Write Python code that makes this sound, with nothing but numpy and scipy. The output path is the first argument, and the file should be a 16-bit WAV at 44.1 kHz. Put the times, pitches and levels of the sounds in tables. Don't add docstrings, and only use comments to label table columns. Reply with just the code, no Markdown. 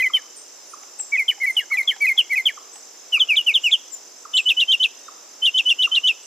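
import sys
import numpy as np
from scipy import signal
from scipy.fft import rfft, irfft, next_fast_len
from scipy.io import wavfile
from scipy.ndimage import uniform_filter1d, map_coordinates

SR = 44100
rng = np.random.default_rng(int(sys.argv[2]) if len(sys.argv) > 2 else 0)


def convert_level_to_amplitude(level_db):
    exponent = np.asarray(level_db, float) / 20
    return 10 ** exponent


def master_out(mix):
    frames = np.transpose(np.atleast_2d(mix))
    ceiling = np.clip(frames, -1, 1)
    pcm = np.round(ceiling * 32767).astype(np.int16)
    wavfile.write(sys.argv[1], SR, pcm)


N = 276066

# share of length, height (1 first pitch, 0 last), level_db re note
FAR_SHAPE = [(0, 0.85, 0.5), (.3, 0.47, -1), (.75, 0.62, -4), (1, 0.0, -3)]


def at_hz(points, hz):
    point_hz, value = np.transpose(points)
    return np.interp(np.log(hz), np.log(point_hz), value)


def pan(x, lean_db):
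    return x * convert_level_to_amplitude(np.array([[lean_db], [-lean_db]]) / 2)


def add(out, start_s, sound):
    i = round(start_s * SR)
    sound, i = sound[max(-i, 0):], max(i, 0)
    out[i:i + len(sound)] += sound[:max(len(out) - i, 0)]


def butter(x, order, hz, kind):
    return signal.sosfilt(signal.butter(order, hz, kind, fs=SR, output="sos"), x)


def drift(rate):
    slow = rng.standard_normal(int(N / SR * rate * 2) + 3)
    return map_coordinates(slow, [np.arange(N) / SR * rate * 2], order=3, mode="nearest")


def scatter(x, t60, level_db, gap_s, channels, lumpy_db=0):
    t = np.arange(SR) / SR
    echo = rng.standard_normal((channels, SR))
    clumps = uniform_filter1d(uniform_filter1d(echo, size=500), size=500)
    decay_db = lumpy_db * clumps / np.std(clumps) - 60 * t / t60
    echo = echo * convert_level_to_amplitude(decay_db) * np.clip(t / gap_s - 1, 0, 1)
    echo *= convert_level_to_amplitude(level_db) / np.sqrt(np.sum(echo ** 2, axis=1, keepdims=True))
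    return signal.fftconvolve(x[None], echo, axes=1)[:, :N]


def blip(hz, length_s, fall):
    u = np.linspace(0, 1, int(length_s * SR))
    glide_hz = hz * (1 + fall * (.5 - u))
    return np.sin(np.pi * u) ** 2 * np.sin(2 * np.pi * np.cumsum(glide_hz) / SR)


def sung(shape, rows):
    notes = []
    for s, length_s, first_hz, last_hz, level_db in rows:
        notes.append([(s + share * length_s, last_hz + height * (first_hz - last_hz), level_db + db)
                      for share, height, db in shape])
    return notes


def whistle(notes, overtone_db, rasp_db, tilt_db=0, effort=None, held_db=0):
    # multiple, level_db re pitch
    overtones = [(2, -25), (3, -33), (4, -35), (5, -32.5), (6, -34.5), (7, -28)]
    # hz, gain_db
    beak = [(3000, -1), (4600, -4), (5400, -6), (6100, -9), (7400, -1), (12000, 1), (14800, -0.5),
            (15300, -2)]
    out = np.zeros(N)
    for note, (fade_db, arch_db, bright_db, octave_db) in zip(notes, effort or [(0, 0, 0, 0)] * len(notes)):
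        s, pitch_hz, level_db = np.transpose(sorted(note))
        t = np.arange(s[0], s[-1], 1 / SR)
        u = (t - s[0]) / (s[-1] - s[0]) - .5
        hz = uniform_filter1d(np.interp(t, s, pitch_hz), size=24, mode="nearest")
        phase = 2 * np.pi * np.cumsum(hz) / SR

        linger = np.exp(-1 / (0.029 * SR))
        shaken = signal.lfilter([1 - linger], [1, -linger], np.abs(np.gradient(hz)))
        noise = rng.standard_normal(SR // 8)[:len(t)]
        flutter = 4 * signal.lfilter(*signal.butter(2, 1300, fs=SR), noise)
        rasp = convert_level_to_amplitude(rasp_db) * shaken * flutter
        tone = (1 + rasp) * np.sin(phase)

        wobble_rad = .3 * uniform_filter1d(flutter, size=200)
        note_db = np.interp(t, s, level_db)
        swing_db = .4 * (note_db - level_db.max() + 1.0)
        still = np.exp(-shaken / .1)
        for k, db in overtones:
            patches = np.interp(t, np.linspace(s[0], s[-1], 9), rng.standard_normal(9))
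            patch_db = tilt_db * (k - 3) + 3.5 * patches + bright_db
            patch_db += held_db * max(k - 3, 0) * still
            if k == 2:
                patch_db += octave_db + .5 * held_db * still
            gain_db = db + overtone_db + swing_db + np.minimum(patch_db, 12) + at_hz(beak, k * hz)
            blurred = phase + 2.5 * rasp + .03 * flutter + wobble_rad
            tone += convert_level_to_amplitude(gain_db) * (k * hz < 15700) * np.sin(k * blurred)

        edge = np.clip(np.minimum(t - s[0], s[-1] - t) / .0015, 0, 1)
        envelope_db = note_db + fade_db * u + arch_db * (np.cos(np.pi * u) - .7)
        add(out, s[0], np.sqrt(2) * convert_level_to_amplitude(envelope_db) * edge * tone)
    return out


def paired_slurs():
    # share of length, height (1 first pitch, 0 last), level_db re note
    lead_shape = [(0, 0.41, -23), (.15, 0.716, -12), (.33, 1, -3), (.7, 0.22, 0), (.85, 0.11, -3.5),
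                  (.94, 0.22, -2.5), (1, 0.047, -9.5)]
    answer_shape = [(0, 0.94, -9), (.1, 0.914, -4.5), (.35, 0.493, 1), (.6, .2, -4), (.75, 0.095, -2.5),
                    (.87, 0.086, -4), (1, 0.046, -22)]
    high_shape = [(0, 1.1, -39), (.13, 1.2, -4), (.4, 0.46, 1), (.8, 0.009, 0), (1, 0.18, -7)]
    straight_shape = [(0, 1.07, -23), (.13, 1.01, -1), (.4, 0.62, 3.5), (.8, 0.25, -1.5), (.9, .05, -4.5),
                      (1, 0.052, -27)]
    hump_shape = [(0, .8, -7), (.08, 0.96, -8), (.22, 0.903, -4), (.42, 0.33, 0), (.6, .12, -4.5),
                  (.85, 0.011, -6.5), (1, 0.096, -18)]
    early_lead_shape = [(0, .5, -26), (.13, 1.0, -8), (.33, 0.89, -0.5), (.6, 0.72, -2.5), (.85, .05, -1),
                        (.94, 0.028, -7), (1, 0.081, -21)]
    # start_s, length_s, first_hz, last_hz, level_db
    lead_rows = [(-.045, 0.073, 2300, 1982, -15), (1.3998, 0.059, 2204, 1968, -17),
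                 (1.701, 0.064, 2250, 1948, -18), (2.2935, 0.059, 2303, 1953, -17.5)]
    answer_rows = [(0.021, 0.062, 2526, 1986, -15.5), (1.172, 0.068, 2587, 2026, -18.5),
                   (1.4617, 0.055, 2344, 2048, -18), (1.7704, 0.051, 2470, 2064, -16)]
    high_rows = [(0.131, 0.049, 3187, 2983, -15.5), (1.278, 0.029, 3183, 2932, -13.5),
                 (1.5636, 0.036, 3067, 2853, -14)]
    straight_rows = [(1.873, 0.04, 3428, 2887, -16.5), (2.1746, 0.043, 3380, 2670, -13.5),
                     (2.4529, .035, 3426, 2786, -15)]
    hump_rows = [(2.0658, 0.063, 2545, 2087, -13), (2.3551, 0.063, 2551, 2050, -16.5)]
    early_lead_rows = [(1.1178, 0.055, 2300, 1994, -16), (2.003, 0.065, 2313, 2008, -14.5)]
    # fade_db start to end, arch_db mid-note, overtones_db, octave_db
    slur_effort = [(-5, -5, 1, -2), (2, -4, 0, -3.5), (-4.5, 4, 1.5, 3), (3, 1, 0.8, 1), (6, -2.5, -3, -4),
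                   (-7.5, 7, -0.5, -5), (4.5, -1.5, 2, -1.5), (2, -4.5, 3.5, -9), (-6.5, 4, 2, -16),
                   (5, -1, 1.5, -10), (-5, -3.5, 4.5, -8), (-2, -1, -0.5, -1), (-1.5, 0, -0.5, -2),
                   (0, 0.5, 3, -2), (6, -6, 4, -4.5), (-1, 1, 3.5, -1.5), (-3, 1.5, -12, -1),
                   (1, -1, 2.5, 0.5)]
    notes = sung(lead_shape, lead_rows) + sung(answer_shape, answer_rows) + sung(high_shape, high_rows)
    notes += sung(straight_shape, straight_rows) + sung(hump_shape, hump_rows)
    notes += sung(early_lead_shape, early_lead_rows)
    return whistle(notes, overtone_db=-2.0, rasp_db=-18.5, effort=slur_effort)


def second_voice():
    # share of length, height (1 first pitch, 0 last), level_db re note
    drop_shape = [(0, 1, -4.5), (.2, .75, -0.5), (.45, 0.41, -7.5), (.7, 0.16, -15.5), (1, 0.094, -15)]
    grace_shape = [(0, 0.85, -3), (.55, .45, 6.5), (1, 0.0, 4)]
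    # start_s, length_s, first_hz, last_hz, level_db
    drop_rows = [(0.163, 0.036, 2460, 1620, -27), (1.307, 0.026, 2520, 1640, -24),
                 (1.593, 0.049, 2320, 1520, -26), (1.908, 0.035, 2340, 1604, -23),
                 (2.209, .02, 2570, 2120, -36), (2.486, 0.028, 2505, 1610, -20)]
    grace_rows = [(.001, .01, 3250, 2970, -36.5), (.057, .018, 3100, 3020, -40.5),
                  (.16, .016, 3600, 3650, -46), (.164, .014, 5300, 5250, -52),
                  (1.144, .028, 3900, 2850, -52), (1.553, .0082, 2850, 3950, -50),
                  (1.59, .012, 5150, 5100, -50), (1.602, .02, 3250, 3300, -46),
                  (1.758, .014, 3800, 3150, -51), (1.822, .016, 4500, 3600, -51),
                  (1.824, .012, 2250, 2050, -36), (2.166, .009, 2700, 4100, -45),
                  (3.274, .012, 2650, 2750, -44), (3.405, .012, 2850, 2850, -30),
                  (4.335, .008, 3750, 3300, -36), (5.914, .008, 3350, 3050, -38)]
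    notes = sung(drop_shape, drop_rows) + sung(grace_shape, grace_rows)
    return whistle(notes, overtone_db=4.5, rasp_db=-17.5)


def falling_slides():
    # share of length, height (1 first pitch, 0 last), level_db re note
    slide_shape = [(0, 1.0, -24), (.14, 0.98, -2.5), (.35, .7, 1), (.5, .5, -0.5), (.78, 0.098, -9.5),
                   (.86, 0.0, -17), (.93, 0.21, -19.5), (1, 0.71, -11)]
    swoop_shape = [(0, 1, -16.5), (.2, 0.51, -1), (.4, 0.157, -1), (.6, 0.06, -1.5), (.78, 0.0, -9.5),
                   (.9, 0.064, -24), (1, 0.45, -28)]
    long_shape = [(0, 0.58, -34), (.157, 1.0, -7.5), (.34, .55, -0.5), (.55, .25, -3.5), (.77, 0.0, -8),
                  (.915, 0.16, -10), (1, 1.8, -17)]
    late_shape = [(0, .7, -30), (.146, 1.0, -3), (.3, .9, -3), (.475, .62, -0.5), (.79, 0.0, -18),
                  (.92, 0.56, -19), (1, 1.94, -8)]
    dive_shape = [(0, 0.97, -13.5), (.25, 0.63, -2.5), (.5, .35, 0), (.78, 0.116, -7.5), (.9, 0.0, -11),
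                  (1, 0.09, -52)]
    # start_s, length_s, first_hz, last_hz, level_db
    slide_rows = [(3.1207, 0.075, 3034, 2260, -14.5), (3.4612, 0.07, 3060, 2170, -13.5)]
    swoop_rows = [(3.1948, 0.054, 3760, 2973, -11), (3.3614, 0.052, 3905, 2870, -12)]
    long_rows = [(3.279, 0.082, 2920, 2256, -12.5)]
    late_rows = [(3.6311, .0854, 2974, 2170, -13)]
    dive_rows = [(3.539, 0.047, 3870, 2730, -11), (3.7153, 0.047, 3810, 2813, -10)]
    # fade_db start to end, arch_db mid-note, overtones_db, octave_db
    slide_effort = [(-2.5, .3, 2.2, 6), (-1.4, .3, 2.5, 2), (-0.037, .3, -1.5, 6), (-1.3, .3, 2, 0),
                    (.3, .3, 1.7, -1.5), (0.03, .3, 0.5, 12), (-1.7, .3, 1.5, 0), (.3, .3, -1.5, 6)]
    notes = sung(slide_shape, slide_rows) + sung(swoop_shape, swoop_rows)
    notes += sung(long_shape, long_rows) + sung(late_shape, late_rows) + sung(dive_shape, dive_rows)
    return whistle(notes, overtone_db=-3.0, rasp_db=-42, tilt_db=-1.0, effort=slide_effort)


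def flicked_notes():
    # flick_s, held_hz, top_hz, end_hz, level_db
    flick_rows = [(4.3759, 3005, 4150, 2610, -14.5), (4.4959, 2980, 3760, 2610, -13),
                  (4.6076, 2995, 3900, 2723, -14), (4.723, 3100, 3807, 2748, -14.5),
                  (4.837, 3017, 3970, 2615, -13.5), (5.461, 3054, 3756, 2737, -14),
                  (5.584, 3028, 3770, 2660, -14), (5.699, 2986, 3570, 2715, -13),
                  (5.83, 2988, 3880, 2740, -14.5), (5.9571, 3055, 4055, 2750, -14),
                  (6.08, 2986, 3773, 2610, -14)]
    # s from flick, level_db re note
    flick_swell = [(-.047, -34), (-.040, -14.5), (-.034, -3.5), (-.027, -1.5), (-.015, -1.5)]
    # s from flick, height (0 held, 1 top, -1 end pitch), level_db re note
    flick_shape = [(-.009, 0.1, -0.5), (-.0045, 0.388, 0.5), (0, 1.056, -4.5), (.0045, 0.105, 1.5),
                   (.0075, -0.247, 0), (.015, -0.636, 0), (0.028, -1.03, -3), (.031, -1.16, -4),
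                   (.036, -1.6, -38)]
    flick_holds = [0.97, 0.94, 0.97, 1.07, .93, 0.98, 1.03, 1.03, 1.04, .99, 1.1]
    flick_falls = [0.96, 0.84, 0.96, 0.96, 0.76, 1.06, 0.81, 0.91, 0.98, 0.94, 1.1]
    # fade_db start to end, arch_db mid-note, overtones_db, octave_db
    flick_effort = [(.3, 1.5, 1.5, -1), (.3, -2.5, 0.98, -4), (.3, -1.5, -0.63, 1), (6.7, 2, -0.18, 4),
                    (.3, -3, -1.6, 2.5), (.3, 1.5, -0.41, 2.5), (.3, -2.5, -1.9, 4), (.3, -4.5, -1.5, 5.5),
                    (2.5, -3, -1.25, 4), (0.8, -7.5, -2.2, 3), (0.26, 0.5, -1.8, 4.5)]
    notes = []
    for (s, held_hz, top_hz, end_hz, level_db), hold, fall in zip(flick_rows, flick_holds, flick_falls):
        lag_s, height, db = np.transpose(flick_shape)
        lag_s = np.where(lag_s > .01, fall, 1) * lag_s
        pitch_hz = held_hz + height * np.where(height > 0, top_hz - held_hz, held_hz - end_hz)
        swell = [(s + hold * lead_s, held_hz, level_db + lead_db) for lead_s, lead_db in flick_swell]
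        notes.append(swell + list(zip(s + lag_s, pitch_hz, level_db + db)))
    flicks = whistle(notes, overtone_db=-1.0, rasp_db=-25.5, tilt_db=-2.5, effort=flick_effort, held_db=-5.1)
    return butter(flicks, 4, 2000, "high")


def songbird():
    # delay_s, level_db
    echo_rows = [
        (.108, -47),
        (.153, -49.5),
    ]
    voice = paired_slurs() + second_voice() + falling_slides() + flicked_notes()
    effort = uniform_filter1d(np.abs(voice), size=90) * convert_level_to_amplitude(4 * drift(21))
    breath = butter(rng.standard_normal(N), 4, [10500, 15000], "band")
    voice += convert_level_to_amplitude(-49) * effort * breath
    voice = butter(voice, 4, 1400, "high")
    twigs = scatter(voice, t60=0.065, level_db=-11, gap_s=0.0017, channels=1)
    twigs = 1.4 * butter(twigs, 1, 2600, "high")
    trunks = scatter(voice, t60=0.44, level_db=-30, gap_s=0.024, channels=1, lumpy_db=2.5)
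    for delay_s, db in echo_rows:
        add(trunks[0], delay_s, convert_level_to_amplitude(db) * (voice + twigs[0]))
    return np.repeat(voice + twigs + trunks, 2, axis=0)


def wide_noise(spectrum, level_db, patchy_db):
    # hz, left-right likeness
    likeness = [(60, 0.87), (125, 1), (250, 0.68), (700, 0.41), (3000, 0.7), (6000, 0.081), (12000, 0.092)]
    # hz, left minus right_db
    leaning = [(60, -12), (150, -1), (300, -2.5), (800, -3.5), (3000, -0.5), (8000, -1)]
    size = next_fast_len(N)
    hz = np.maximum(np.arange(size // 2 + 1) * SR / size, 1)
    mid, side = rfft(rng.standard_normal((2, size))) * convert_level_to_amplitude(at_hz(spectrum, hz))
    alike = np.clip(at_hz(likeness, hz), 0, 1)
    lean = convert_level_to_amplitude(at_hz(leaning, hz) / 2)
    mid, side = np.sqrt(1 + alike) * mid, np.sqrt(1 - alike) * side
    out = irfft(np.array([(mid + side) * lean, (mid - side) / lean]), size)[:, :N]
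    return out / np.std(out.mean(0)) * convert_level_to_amplitude(level_db + patchy_db * drift(0.935))


def air_and_haze():
    # hz, density_db
    air = [(18, -100), (40, -67), (183, -22.5), (241, -11.5), (338, -4), (494, -3.5), (649, -4.5),
           (1030, -6.5), (1220, -9), (2300, -12), (2720, -10.5), (2960, -12.5), (4600, -12), (5980, -36),
           (10100, -120)]
    # hz, density_db
    haze = [(2590, -33), (4400, -28), (5070, -7.5), (5730, -8), (6170, -5.5), (6430, -14.5), (6680, -13.5),
            (6960, -7.5), (7380, -8.5), (8120, -24), (9560, -25.5), (13200, -26), (14400, -24.5),
            (15500, -20.5)]
    floor = wide_noise(air, -52.5, patchy_db=.4) + wide_noise(haze, -49, patchy_db=-.5)
    return butter(floor, 2, 110, "high")


def trillers():
    # pitch_hz, pulses_per_s, pulse_s, scatter_hz, level_db, left minus right_db
    trill_rows = [
        (7150, 50.5, 0.0087, 116, -60.5, 21),
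        (5300, 74, 0.0073, 260, -60, 4),
        (7280, 170, 0.0074, 67, -65, 4),
    ]
    out = 0
    for hz, rate, length_s, spread_hz, level_db, lean_db in trill_rows:
        trill, chance = np.zeros(N), rng.standard_normal((500, 3))
        for k, (late, sharp, strong) in enumerate(chance):
            pulse = blip(hz + spread_hz * sharp, length_s, fall=0.021)
            add(trill, k / rate + .0015 * late, convert_level_to_amplitude(strong) * pulse)
        trill *= convert_level_to_amplitude(level_db + 9.0)
        out = out + pan(trill, lean_db) + scatter(trill, t60=0.099, level_db=1.5, gap_s=0.0011, channels=2)
    return out


def wing_stroke(sharp_hz):
    stroke_s, stroke_hz, droop_hz = 0.01473, 6310, 900
    u = np.linspace(0, 1, int(stroke_s * SR))
    hz = stroke_hz + sharp_hz - droop_hz * u ** 3.76
    return np.sin(np.pi * u) ** 1.06 * np.sin(2 * np.pi * np.cumsum(hz) / SR)


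def near_cricket():
    # start_s, chirps until next run
    chirp_runs = [(.002, 1), (.133, 2), (.484, 3), (.939, 2), (1.289, 2), (1.617, 4), (2.312, 1),
                  (2.464, 1), (2.63, 1), (2.811, 1), (2.978, 2), (3.282, 2), (3.622, 1), (3.774, 3),
                  (4.296, 1), (4.444, 5), (5.294, 1), (5.455, 5), (6.299, 1)]
    out = np.zeros(N)
    runs = zip(chirp_runs, chirp_runs[1:])
    starts = np.concatenate([np.linspace(s, end, count, endpoint=False) for (s, count), (end, _) in runs])
    for start, following in zip(starts, np.append(starts[1:], chirp_runs[-1][0])):
        gap_s = following - start
        strokes = max(round(gap_s / .0217) - 1, 1)
        for s in start + np.arange(strokes) * gap_s / (strokes + 1):
            add(out, s - .0075, convert_level_to_amplitude(-44 + rng.normal(0, 1.65)) * wing_stroke(rng.normal(0, 30)))
    return pan(out, -10) + scatter(out, t60=.2, level_db=-11, gap_s=.003, channels=2)


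def in_wood(x, lean_db):
    return pan(x, lean_db) + scatter(x, t60=0.85, level_db=-3.5, gap_s=0.0029, channels=2)


def rodent_chucks():
    # peak_s, peak_db, pitch_hz
    chuck_rows = [(0.101, -32.5, 1181), (0.7378, -32.5, 1184), (1.714, -33, 1185), (2.5769, -33.5, 1164),
                  (3.176, -33.5, 1200), (4.2544, -32.5, 1201), (5.085, -33, 1210), (5.875, -30.5, 1188)]
    out = np.zeros(N)
    for s, db, hz in chuck_rows:
        add(out, s - .0065, convert_level_to_amplitude(db + 1.05) * blip(1.03 * hz, length_s=0.0176, fall=0.45))
    return in_wood(out, -3.5)


def far_knocks():
    # peak_s, peak_db
    knock_rows = [(0.833, -40), (0.995, -38), (1.207, -43), (1.378, -36), (1.564, -35), (1.761, -35.5),
                  (1.961, -36.5), (2.156, -38), (2.36, -40), (2.565, -39), (2.758, -39.5), (5.61, -43)]
    out = np.zeros(N)
    for s, db in knock_rows:
        add(out, s - .004, convert_level_to_amplitude(db - 7.5) * blip(806, length_s=0.019, fall=0.08))
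        add(out, s, convert_level_to_amplitude(db - 7) * blip(2200, length_s=.002, fall=.3))
    return in_wood(out, -7.0)


def far_birds():
    # start_s, length_s, first_hz, last_hz, level_db
    far_rows = [(.3612, 0.027, 9640, 7220, -46), (0.52, 0.018, 8070, 7540, -63),
                (2.7286, 0.03, 7600, 8320, -47), (3.625, 0.03, 7100, 7620, -41),
                (4.3518, 0.043, 7290, 7690, -34.5), (.665, 0.07, 9660, 9460, -66),
                (1.49, 0.045, 9500, 7800, -57), (4.175, 0.018, 7400, 8300, -57),
                (6.225, 0.03, 7400, 8500, -53), (4.985, .015, 7400, 8600, -64)]
    hook_rows = [
        (0.9864, 0.028, 8900, 7490, -26),
        (3.913, 0.036, 7950, 7090, -38.5),
    ]
    hook_shape = [(0, 1.0, -21), (.25, .38, -5.5), (.75, 0.022, -0.5), (1, 0.089, 5)]
    far_pan_db = [-7.5, -6, 18, -1, 12, 0, -6.5, -6.5, 1, 2, 9, 22.5]
    notes = sung(FAR_SHAPE, far_rows) + sung(hook_shape, hook_rows)
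    calls = [whistle([note], overtone_db=5, rasp_db=-34) for note in notes]
    direct = sum(pan(call, db) for call, db in zip(calls, far_pan_db))
    wet = sum(call * (np.max(call) / 0.06) ** -.45 for call in calls)
    near = scatter(wet, t60=0.18, level_db=-2.5, gap_s=0.0011, channels=2)
    return direct + near + scatter(wet, t60=0.41, level_db=-6.5, gap_s=0.012, channels=2)


def dry_clicks():
    # start_s, peak_db, centre_hz
    click_rows = [(.996, -40.5, 2000), (0.834, -46, 2200), (1.962, -40, 2262), (2.757, -43, 2200),
                  (4.989, -52, 9900), (5.806, -48, 1780)]
    out, t = np.zeros(N), np.arange(600) / SR
    for s, db, hz in click_rows:
        burst = rng.standard_normal(len(t)) * np.exp(-t / 0.0062)
        burst = butter(burst, 2, [hz / 3.6, hz * 1.65], "band")
        add(out, s, convert_level_to_amplitude(db) * burst * np.sqrt(SR / hz / 4))
    return pan(out, -11)


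def far_coo():
    # start_s, length_s, first_hz, last_hz, level_db
    coo_rows = [
        (4.93, .12, 1900, 1850, -67),
        (5.05, .12, 1860, 1790, -68),
    ]
    coo = whistle(sung(FAR_SHAPE, coo_rows), overtone_db=25, rasp_db=-5, tilt_db=-8)
    return scatter(coo, t60=0.18, level_db=6.0, gap_s=0.003, channels=2)


def scene():
    insects = air_and_haze() + trillers() + near_cricket()
    neighbours = rodent_chucks() + far_knocks() + far_birds() + dry_clicks() + far_coo()
    return songbird() + insects + neighbours


def top_cut(x):
    return signal.sosfilt(signal.butter(12, 15680, fs=SR, output="sos"), x)


def record(dry):
    pop_db, pop_s = -25, 0.00026
    pop = convert_level_to_amplitude(pop_db) * np.exp(-np.arange(N) / SR / pop_s)
    lopsided = dry + convert_level_to_amplitude(-65) * dry ** 2
    top = signal.cheby2(10, 50, 15850, fs=SR, output="sos")
    return top_cut(signal.sosfilt(top, lopsided + pop))


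dry = scene()
out = record(dry)
master_out(out)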